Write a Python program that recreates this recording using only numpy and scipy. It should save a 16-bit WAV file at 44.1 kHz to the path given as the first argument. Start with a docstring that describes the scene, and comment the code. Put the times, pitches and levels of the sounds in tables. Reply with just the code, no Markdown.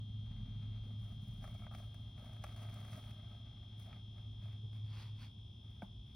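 """Snakes coiling on sand

Two snakes tighten their coils beside a plastic hide in a glass terrarium. Their scales rub and push
coarse sand, which hisses, crunches and ticks and sets the hollow hide ringing. Near the end cloth
brushes twice close by, the tank is bumped and a deep boom swells briefly. A fan drones and a lamp
buzzes at mains rate throughout; a distant engine throbs, mostly at first."""
import sys
import numpy as np
from scipy import signal
from scipy.fft import rfft, irfft
from scipy.io import wavfile

SR = 44100
rng = np.random.default_rng(int(sys.argv[2]) if len(sys.argv) > 2 else 0)


def pcm_store(signal):
    """Save signal as 16-bit PCM."""
    levels = np.round(np.clip(np.atleast_2d(signal), -1, 1) * 32767)
    wavfile.write(sys.argv[1], SR, levels.astype(np.int16).T)


N = 271215
T = np.arange(N) / SR
HZ = np.fft.rfftfreq(N, 1 / SR)
MAINS_HZ = 59.993

# bright spectrum of sand grains colliding: f/Hz, level/dB
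GRIT = [(300, -11.5), (900, -9), (2000, 4.5), (3000, 5.5), (4500, 6), (6000, 9.5), (7500, 0), (9500, 7),
        (11000, 3.5), (14000, 1.5), (16000, 2)]


def amp(db):
    """Decibels to gain."""
    return 10 ** (np.asarray(db) / 20)


def unit_rms(x):
    """Scales to an rms of one."""
    return x / np.sqrt(np.mean(x ** 2) + 1e-20)


def follow(rows):
    """Turns breakpoints into one curve for each column after the time."""
    times, *columns = np.transpose(rows)
    return [np.interp(T, times, column) for column in columns]


def colour(x, spectrum):
    """Equalises by a spectrum curve, to an rms of one."""
    hz, db = np.transpose(spectrum)
    gain = amp(np.interp(np.log(HZ + 1), np.log(hz), db))
    return unit_rms(irfft(rfft(x) * gain, N))


def low_cut(x, hz, order=3):
    """Rolls off everything below hz."""
    return signal.sosfilt(signal.butter(order, hz, "high", fs=SR, output="sos"), x)


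def resonate(x, hz, width_hz):
    """A steep resonance that can follow a pitch curve, at an rms of one."""
    carrier = np.exp(2j * np.pi * np.cumsum(hz * np.ones(N)) / SR)
    pole = np.exp(-np.pi * width_hz / SR)
    return unit_rms((carrier * signal.lfilter([1], [1, -2 * pole, pole * pole], x / carrier)).real)


def drift(rate_hz):
    """Smooth random modulation with an rms of one."""
    return unit_rms(irfft(rfft(rng.standard_normal(N)) * np.exp(-(HZ / rate_hz) ** 2), N))


def grains(per_s, spread_db):
    """Random clicks, most small and a few larger."""
    size = amp(spread_db * np.minimum(rng.exponential(1, N), 4))
    return size * rng.choice([-1, 1], N) * (rng.random(N) < per_s / SR)


def stroke(start, length, attack_s, release_s):
    """Attack, hold and release of one movement."""
    rise = np.clip((T - start) / attack_s + .5, 0, 1)
    fall = np.clip((start + length - T) / release_s + .5, 0, 1)
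    return rise * fall


def add(mix, s, sound):
    """Mixes a sound in at s seconds."""
    part = mix[round(s * SR):][:len(sound)]
    part += sound[:len(part)]


def room_tone(level_db=-71.0, shared=0.071):
    """Steady noise from all sides, a small share of it common to left and right."""
    # room noise spectrum: f/Hz, level/dB
    spectrum = [(100, -3), (240, 6.5), (330, 3), (480, -4.5), (900, -4.5), (1800, -21.5), (3300, -4.5),
                (4700, -24), (6200, -16), (7300, -50), (8700, -21.5), (10500, -29.5), (16000, -38)]
    common, left, right = (colour(rng.standard_normal(N), spectrum) for _ in range(3))
    return amp(level_db) * (np.sqrt(shared) * common + np.sqrt(1 - shared) * np.array([left, right]))


def engine(rough=0.55, sharpness=2.3):
    """A far engine throbs through the walls, each beat a thump and a puff of noise."""
    # the engine slowing and fading unevenly: t/s, beat rate/Hz, level/dB
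    run = [(0, 42, -71), (0.35, 41, -51), (0.55, 40, -51.5), (0.8, 39, -60.5), (1.3, 37.5, -56),
           (1.76, 36, -56), (1.95, 35.5, -80), (2.7, 34, -62), (3.5, 36, -75)]
    # its beats, muffled by the walls: f/Hz, level/dB
    muffled = [(27, -24.5), (38, 3.5), (60, -11), (100, -10.5), (135, 4), (165, -4.5), (205, 3.5),
               (250, -9), (310, -35), (600, -71)]
    rate, db = follow(run)
    beats = np.exp(sharpness * np.cos(2 * np.pi * np.cumsum(rate) / SR))
    thumps = colour(beats - beats.mean(), muffled)
    puffs = colour(beats * rng.standard_normal(N), muffled)
    return unit_rms((1 - rough) * thumps + rough * puffs) * amp(db)


def boom(peak_s=6, swell_s=0.03, hz=55, level_db=-50):
    """A deep tone swells and is gone at once."""
    swell = np.exp(-((T - peak_s) / swell_s) ** 2)
    return np.sqrt(2) * np.sin(2 * np.pi * hz * T) * swell * amp(level_db)


def fan(hz=106.36, waver_db=1.92, ease_s=2.35):
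    """A wavering low drone in a rumble of moving air that starts stronger and eases off."""
    # drone envelope: t/s, level/dB
    envelope = [(0, -46), (1.1, -48), (1.9, -52), (3.05, -49.5), (3.3, -53.5), (3.8, -53.5), (4.1, -49),
                (4.8, -46.5), (5.3, -52), (6.15, -61)]
    # air rumble spectrum: f/Hz, level/dB
    rumble = [(20, -34.5), (38, -6), (60, -0.5), (85, -1.5), (120, 2.5), (165, -11.5), (215, -8.5),
              (260, -15), (310, -33.5), (600, -58), (2000, -104)]
    drone_db = follow(envelope)[0] - 0.5 + waver_db * drift(rate_hz=30.5)
    drone = np.sqrt(2) * np.sin(2 * np.pi * hz * T) * amp(drone_db)
    rumble_db = -55 + 4 * np.exp(-(T / ease_s) ** 2)
    return drone + colour(rng.standard_normal(N), rumble) * amp(rumble_db)


def lamp_buzz(tick_s=.01044, times_s=(.6, 3.2, 5.7)):
    """One tick every mains cycle rings the lamp housing; the buzz slowly shifts in colour."""
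    # buzz partials: mains harmonic, level/dB at each of the three times_s, left minus right/dB
    partials = [(6, -84, -82, -83, -1), (44, -98, -90, -91, -2), (46, -90, -91, -101, -2),
                (48, -91, -90, -98, 2), (50, -90, -91, -89, 8), (51, -93, -89, -94, 5),
                (52, -89, -91, -92, 4), (53, -78.5, -78, -81, 3), (54, -67.5, -67.5, -72, 7),
                (55, -79, -71, -71, 5), (56, -78.5, -78.5, -84, 7), (57, -79, -77, -77.5, 0),
                (58, -79.5, -78, -79, -1), (59, -76.5, -76, -75, -2), (60, -87, -83, -84, -2),
                (61, -81, -80, -81.5, -2), (63, -99, -94, -99, 5), (64, -92, -91, -92, 3),
                (66, -89.5, -88.5, -95, 2), (68, -88, -88, -94, -1), (70, -93, -91, -102, -10),
                (72, -92, -93, -98, 4), (80, -97, -99, -103, 0), (84, -101, -95, -94, 1),
                (86, -95, -86, -86.5, 3), (88, -104, -97, -95, 0), (92, -102, -95, -102, 1),
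                (96, -101, -101, -104, 0), (104, -98, -96, -101, -1)]
    # housing modes, each delaying the harmonics near it: f/Hz, width/Hz
    housing = [(3259, 25), (3404, 15), (3467, 15), (3551, 38), (4047, 15)]
    out = np.zeros((2, N))
    for harmonic, *levels_db, pan_db in partials:
        hz = harmonic * MAINS_HZ
        lag = sum(np.arctan2(2 * (hz - mode_hz), width) for mode_hz, width in housing)
        tone = np.sqrt(2) * np.cos(2 * np.pi * hz * (T - tick_s) - lag)
        pan = amp(np.array([[.5], [-.5]]) * pan_db)
        out += pan * tone * amp(np.interp(T, times_s, levels_db))
    return out


def lamp_fizz(harmonic_db=-103.0, scatter_db=3.0):
    """The lamp's faint, uneven upper harmonics, and a rough sizzle twice a mains cycle."""
    # sizzle envelope: t/s, level/dB
    envelope = [(0, -98), (1.1, -89), (3, -96), (6.15, -94)]
    whine = np.zeros(N)
    for harmonic in range(62, 106):
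        gain = amp(harmonic_db + scatter_db * rng.standard_normal())
        whine += gain * np.cos(2 * np.pi * (harmonic * MAINS_HZ * T + rng.random()))
    sparks = rng.standard_normal(N) * abs(np.sin(2 * np.pi * MAINS_HZ * T))
    return whine + resonate(sparks, hz=5190, width_hz=220) * amp(follow(envelope)[0])


def sleeve(gain_db=2.0, steepness=1.4, catch_db=-0.2):
    """Two strokes of cloth swell and fade: fine fibre noise that catches unevenly."""
    # brush strokes: peak t/s, level/dB, rise/s, fall/s, low cut/Hz
    brushes = [(5.007, -62, 0.097, 0.072, 400), (5.232, -63, 0.047, 0.042, 785)]
    # cloth spectrum: f/Hz, level/dB
    cloth = [(300, 0), (650, -2.5), (930, 2.5), (1250, 0.5), (1700, -5), (2200, -0.5), (2700, -0.5),
             (3600, -5), (4600, -1.5), (5800, -10), (7000, -17.5), (10000, -18.5), (16000, -23)]
    out = np.zeros(N)
    for s, db, rise_s, fall_s, low_hz in brushes:
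        swell = amp(db) * np.exp(-(abs(T - s) / np.where(T < s, rise_s, fall_s)) ** steepness)
        fibres = colour(grains(per_s=3900, spread_db=1.0), cloth) * amp(catch_db * drift(rate_hz=88))
        out += low_cut(fibres, low_hz) * swell
    return out * amp(gain_db)


def bump(s=5.8207, gain_db=-43, rise_cycles=0.45, tail_t60=0.16):
    """A dull knock: the tank floor thuds, the sand jumps and the room rings briefly."""
    # tank modes: f/Hz, level/dB, t60/s, delay/s
    modes = [(197, 3, 0.11, .007), (232, 4, 0.028, .007), (700, 5, 0.032, 0.00065), (625, -5, 0.05, 0.0025),
             (846, -13, 0.1, 0.0029), (1520, -3, 0.022, 0), (2250, -9.5, 0.02, 0)]
    out, t = np.zeros(N), T[:SR // 5]
    for hz, db, t60, delay_s in modes:
        envelope = amp(db - 60 * t / t60) * (1 - np.exp(-t * hz / rise_cycles))
        add(out, s + delay_s, envelope * np.sin(2 * np.pi * hz * t))
    mids = signal.butter(2, [560, 1200], "band", fs=SR, output="sos")
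    room = amp(-17) * unit_rms(signal.sosfilt(mids, rng.standard_normal(len(t))))
    sand = amp(-28.5) * colour(rng.standard_normal(N), GRIT)[:len(t)]
    add(out, s, (room + sand) * amp(-60 * t / tail_t60))
    return amp(gain_db) * out


def hide_knock(detune, low_hz, top_hz, click_db, size=4096):
    """A blow clicks and rings the hide; a light one lacks the lows, a soft one the highs."""
    # resonances of the hide and the floor beneath: f/Hz, width/Hz, level/dB
    modes = [(615, 80, 1.5), (702, 80, 0), (810, 150, -8), (1180, 85, -8), (1289, 93, -4.5),
             (1616, 120, -11.5), (1910, 62, -15), (2146, 150, -10), (2330, 94, -10), (2593, 80, -6)]
    load_shift = 1 + detune * rng.standard_normal()  # the resonances move with the load
    f = abs(np.fft.fftfreq(size, 1 / SR)) * load_shift + 1
    peaks = sum(amp(db) ** 2 / (1 + ((f - hz) / (0.48 * width)) ** 2) ** 2 for hz, width, db in modes)
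    power = (amp(click_db) ** 2 + peaks) / (1 + (f / top_hz) ** 6) / (1 + (low_hz / f) ** 6)
    log_gain = .5 * np.log(power + 1e-8)
    blow = np.fft.ifft(np.exp(np.conj(signal.hilbert(log_gain)))).real  # rings only after the blow
    return blow / abs(blow).max()


def coil_forces(creep_db=-85, rest_s=4.4, rest_db=-14):
    """Envelopes of skin rub, floor load and pushed sand: a creep that settles, with shifts on top."""
    # coil shifts: t/s, length/s, effort/dB, floor load/dB and pushed sand/dB relative to the effort
    shifts = [(0.25, 0.57, -75, -7, -29), (0.824, 0.13, -76.5, 0, -11), (0.988, 0.18, -76.5, 3.5, -5.5),
              (1.2, 0.22, -78.5, -2, -3), (1.412, 0.23, -72.5, 4.5, -4.5), (1.60, 0.06, -78, 5, -4),
              (1.727, 0.13, -71, 5.5, -3.5), (1.843, 0.3, -81, 5, -5.5), (2.163, 0.24, -73.5, 6, -7),
              (2.42, 0.15, -68.5, 1.5, -7.5), (2.556, 0.58, -69, 3.5, -6.5), (2.663, 0.3, -77, 8, -8),
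              (2.902, 0.089, -72, 9, 1.5), (3.15, 0.26, -76, 6.5, -12), (3.444, 0.33, -78, 2, -29),
              (3.78, 0.085, -74.5, -4, 0), (3.846, 0.15, -72.5, 2.5, -18), (4.158, 0.092, -75.5, 4, -18),
              (4.408, 0.16, -73.5, 0, -14), (4.727, 0.069, -73, -8, -10), (5.625, 0.28, -81.5, -0.5, -10),
              (6.056, 0.14, -80.5, -10, -9)]
    creep = amp(creep_db + rest_db * np.clip(T - rest_s, 0, 1))
    power = np.outer(amp([0, 4.5, -11.5]), creep) ** 2
    for start, length, effort_db, weight_db, sand_db in shifts:
        effort = amp(effort_db) * stroke(start, length, attack_s=0.032, release_s=0.087)
        power += np.outer(amp([0, weight_db, sand_db]), effort) ** 2
    return np.sqrt(power)


def sparkle(gain_db=-7.0):
    """Hard grains flick against each other wherever loose sand is pushed."""
    flicks = low_cut(grains(per_s=110, spread_db=3.0), hz=9000)
    _, _, sand = coil_forces()
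    return unit_rms(flicks) * sand * amp(gain_db)


def ticks(gain_db=16.5, t60=0.0026):
    """Single grains crack free, each with a tiny, very bright click."""
    # grain cracks: t/s, level/dB
    cracks = [(1.2205, -76), (1.283, -70), (1.34, -72), (1.4405, -73), (1.491, -77), (1.543, -68),
              (1.737, -77), (1.775, -69), (1.943, -74), (2.3315, -74), (2.7432, -65), (2.803, -72),
              (3.109, -69), (3.8, -71), (5.7075, -78)]
    out, t = np.zeros(N), T[:SR // 50]
    for s, db in cracks:
        click = low_cut(rng.standard_normal(len(t)) * amp(-60 * t / t60), hz=7000, order=2)
        add(out, s, amp(db + gain_db) * click / abs(click).max())
    return out


def scraping():
    """Scales drag on the hide: a faint, rough squeak wanders, and each scuff rings one resonance."""
    # squeak contour: t/s, f/Hz, level/dB
    squeak = [(1.42, 2170, -90), (1.46, 2150, -79), (1.51, 2170, -76), (1.53, 2200, -83),
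              (1.558, 2270, -74), (1.595, 2170, -80), (1.63, 2260, -75), (1.675, 2140, -74),
              (1.70, 2130, -100)]
    # scuffs on the hide or floor: t/s, length/s, level/dB, f/Hz, width/Hz
    scuffs = [(0.835, 0.09, -74.5, 497, 262), (0.876, 0.033, -77, 890, 300), (1.445, .05, -72, 1260, 160),
              (1.533, .05, -83, 1290, 160), (1.618, 0.034, -67.5, 1268, 160), (1.71, 0.043, -68, 1240, 160),
              (1.784, 0.046, -78, 1268, 160), (3.875, 0.015, -60.5, 680, 130),
              (4.633, 0.038, -70.5, 390, 130)]
    squeak_hz, squeak_db = follow(squeak)
    gate = (T > squeak[0][0]) * (T < squeak[-1][0])
    out = resonate(grains(per_s=500, spread_db=1.0), squeak_hz, width_hz=190) * amp(squeak_db) * gate
    for start, length, db, hz, width_hz in scuffs:
        drag = amp(db) * stroke(start, length, attack_s=0.019, release_s=0.015)
        out += resonate(grains(per_s=1400, spread_db=1.0), hz, width_hz) * drag
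    return out


def slips(snap_t60=0.031, tumble_s=0.005):
    """Clumps give way under a coil: a bright snap, a dry knock in the hide, three grains tumbling."""
    # collapsing clumps: t/s, knock level/dB, snap level/dB, knock low cut/Hz, knock high cut/Hz
    clumps = [(1.423, -57, -72, 500, 1100), (1.442, -42, -62, 680, 1700), (1.453, -55, -74, 500, 1400),
              (1.477, -48, -66, 550, 2000), (1.53, -61, -74, 900, 1500), (1.549, -54, -64, 450, 1100),
              (1.621, -55, -74, 500, 1400), (1.667, -44.5, -73, 700, 1450), (1.713, -50, -68, 550, 1400),
              (1.722, -51, -72, 550, 1400), (1.738, -52, -69, 800, 1800), (1.749, -42, -57, 550, 3560),
              (1.785, -55, -60, 1500, 4000), (1.801, -55, -70, 450, 900), (1.944, -53.5, -60, 550, 3000),
              (2.18, -54, -74, 600, 3000), (2.224, -55.5, -76, 450, 895), (2.244, -54, -72, 450, 990),
              (2.258, -57, -68, 900, 2500), (2.294, -56, -76, 450, 1200), (2.332, -54.5, -65, 600, 2000),
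              (2.366, -52, -69, 546, 2200), (2.4389, -39, -54, 600, 6000), (2.4412, -38.5, -58, 600, 1350),
              (2.467, -49, -70, 800, 2000), (2.512, -58, -68, 700, 2000), (2.563, -50, -59, 800, 3000),
              (2.632, -55, -70, 500, 1500), (2.688, -49.5, -70, 700, 3000), (2.776, -60, -73, 900, 2000),
              (2.804, -55, -66, 500, 2500), (2.85, -48.5, -61, 500, 2000), (2.884, -54, -68, 500, 2000),
              (2.93, -48, -64, 550, 3000), (2.976, -54, -73, 450, 1300), (3.039, -52, -64, 800, 2500),
              (3.109, -52.5, -64, 895, 3500), (3.907, -58, -78, 593, 1500), (3.929, -47, -74, 845, 2260),
              (4.182, -57.5, -75, 900, 2000), (4.437, -55, -74, 1200, 5000), (4.457, -56, -71, 600, 2000),
              (4.528, -58, -76, 1600, 5000), (4.731, -55.5, -73, 600, 5000), (5.387, -64, -80, 1700, 3000)]
    out, t = np.zeros(N), T[:SR // 8]
    grit = colour(rng.standard_normal(N), GRIT)
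    for s, knock_db, snap_db, low_hz, top_hz in clumps:
        knock = hide_knock(detune=0.015, low_hz=low_hz, top_hz=top_hz, click_db=-16)
        add(out, s, amp(knock_db - 1.5) * knock)
        for delay_s in tumble_s * rng.uniform(.25, 1, size=3):
            tumble = hide_knock(detune=0.032, low_hz=1.47 * low_hz, top_hz=top_hz, click_db=-20.5)
            add(out, s + delay_s, rng.choice([-1, 1]) * amp(knock_db - 9) * tumble)
        snap = grit[round(s * SR):][:len(t)] * amp(-60 * t / snap_t60)
        add(out, s, amp(snap_db - 3.5) * snap)
    return out


def sliding(smooth_db=-71, clump_db=1.77, lurch_db=1.0):
    """Scales rub and push sand in clumps: it hisses, crunches, rings the floor and makes it shudder."""
    # scales rubbing on scales: f/Hz, level/dB
    scales = [(250, 0), (400, 9), (510, 1.5), (620, -0.5), (850, 5.5), (1000, 1), (1300, 3.5), (1500, -1),
              (1800, -5.5), (2500, -1), (4200, -5), (6000, -17.5), (10000, -29), (16000, -27)]
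    # coarse grains crunching: f/Hz, level/dB
    coarse_sand = [(500, -29), (1000, -6.5), (1250, -1), (1450, -7), (1630, 1), (1780, -7), (2150, 3.5),
                   (2380, 3.5), (2480, -1.5), (2610, 2.5), (2800, -12), (4400, -6.5), (5500, -18),
                   (7000, -21.5), (16000, -29)]
    # the tank floor shuddering under a push: f/Hz, level/dB
    tank_floor = [(100, -24.5), (170, -6.5), (215, -1.5), (270, -11), (340, -30.5), (700, -64)]
    forces = coil_forces()
    catching = np.minimum(forces[0] / amp(smooth_db), 1)  # gentler shifts slide more evenly
    judder_db = clump_db * drift(rate_hz=55) + lurch_db * drift(rate_hz=19)
    skin, weight, sand = forces * amp(catching * judder_db)
    hiss = colour(grains(per_s=3000, spread_db=1.2), GRIT) * sand * amp(2)
    rub = colour(grains(per_s=7000, spread_db=0.5), scales) * skin * amp(-1.5)
    pushes = unit_rms(grains(per_s=850, spread_db=2.0))
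    crunch = colour(pushes, coarse_sand) * skin * amp(-5)
    body = hide_knock(detune=0, low_hz=406, top_hz=2340, click_db=-24.5)
    grind = signal.oaconvolve(pushes * weight * amp(-2.5), body / np.linalg.norm(body))[:N]
    shudder = colour(pushes, tank_floor) * weight
    return hiss + rub + crunch + grind + shudder


def glass_reflections(x, t60=0.2, wet_db=-11):
    """Quick reflections cross between the side walls and arrive left and right with opposite sign."""
    t = T[:SR // 5]
    taps = rng.standard_normal(len(t)) * (rng.random(len(t)) < .1)
    taps *= amp(-60 * t / t60) * (t > .001)
    wet = low_cut(signal.oaconvolve(x, taps / np.linalg.norm(taps))[:N], hz=330)
    return x + amp(wet_db) * np.array([wet, -wet])


def scene():
    """The snakes and the sounds around them reflect in the tank, over the lamp and the room tone."""
    snakes = sliding() + sparkle() + scraping() + slips() + ticks()
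    surroundings = bump() + sleeve() + fan() + engine() + boom()
    return glass_reflections(snakes + surroundings) + lamp_buzz() + lamp_fizz() + room_tone()


def record(dry, edge_hz=15850):
    """Turns the treble out of phase between the channels, leaves the bass, and cuts the very top."""
    # phase between left and right: f/Hz, phase/rad
    stereo_phase = [(0, 0), (1500, -0.3), (2300, 0.5), (3200, 0.3), (4000, 0.9), (4900, 0.2), (6000, 1.4),
                    (7000, 3.1), (7700, 3.2), (9800, 6.2), (11500, 6.4), (12500, 9.3), (14200, 9.5),
                    (15600, 12.1)]
    phase = np.interp(HZ, *np.transpose(stereo_phase)) * np.clip(HZ / 300 - 1, 0, 1)
    wide = irfft(rfft(dry) * np.exp(1j * phase * np.array([[.5], [-.5]])), N)
    high_cut = signal.firwin(511, edge_hz, window=("kaiser", 9), fs=SR)
    return signal.oaconvolve(wide, high_cut[None], "same")


dry = scene()
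out = record(dry)
pcm_store(out)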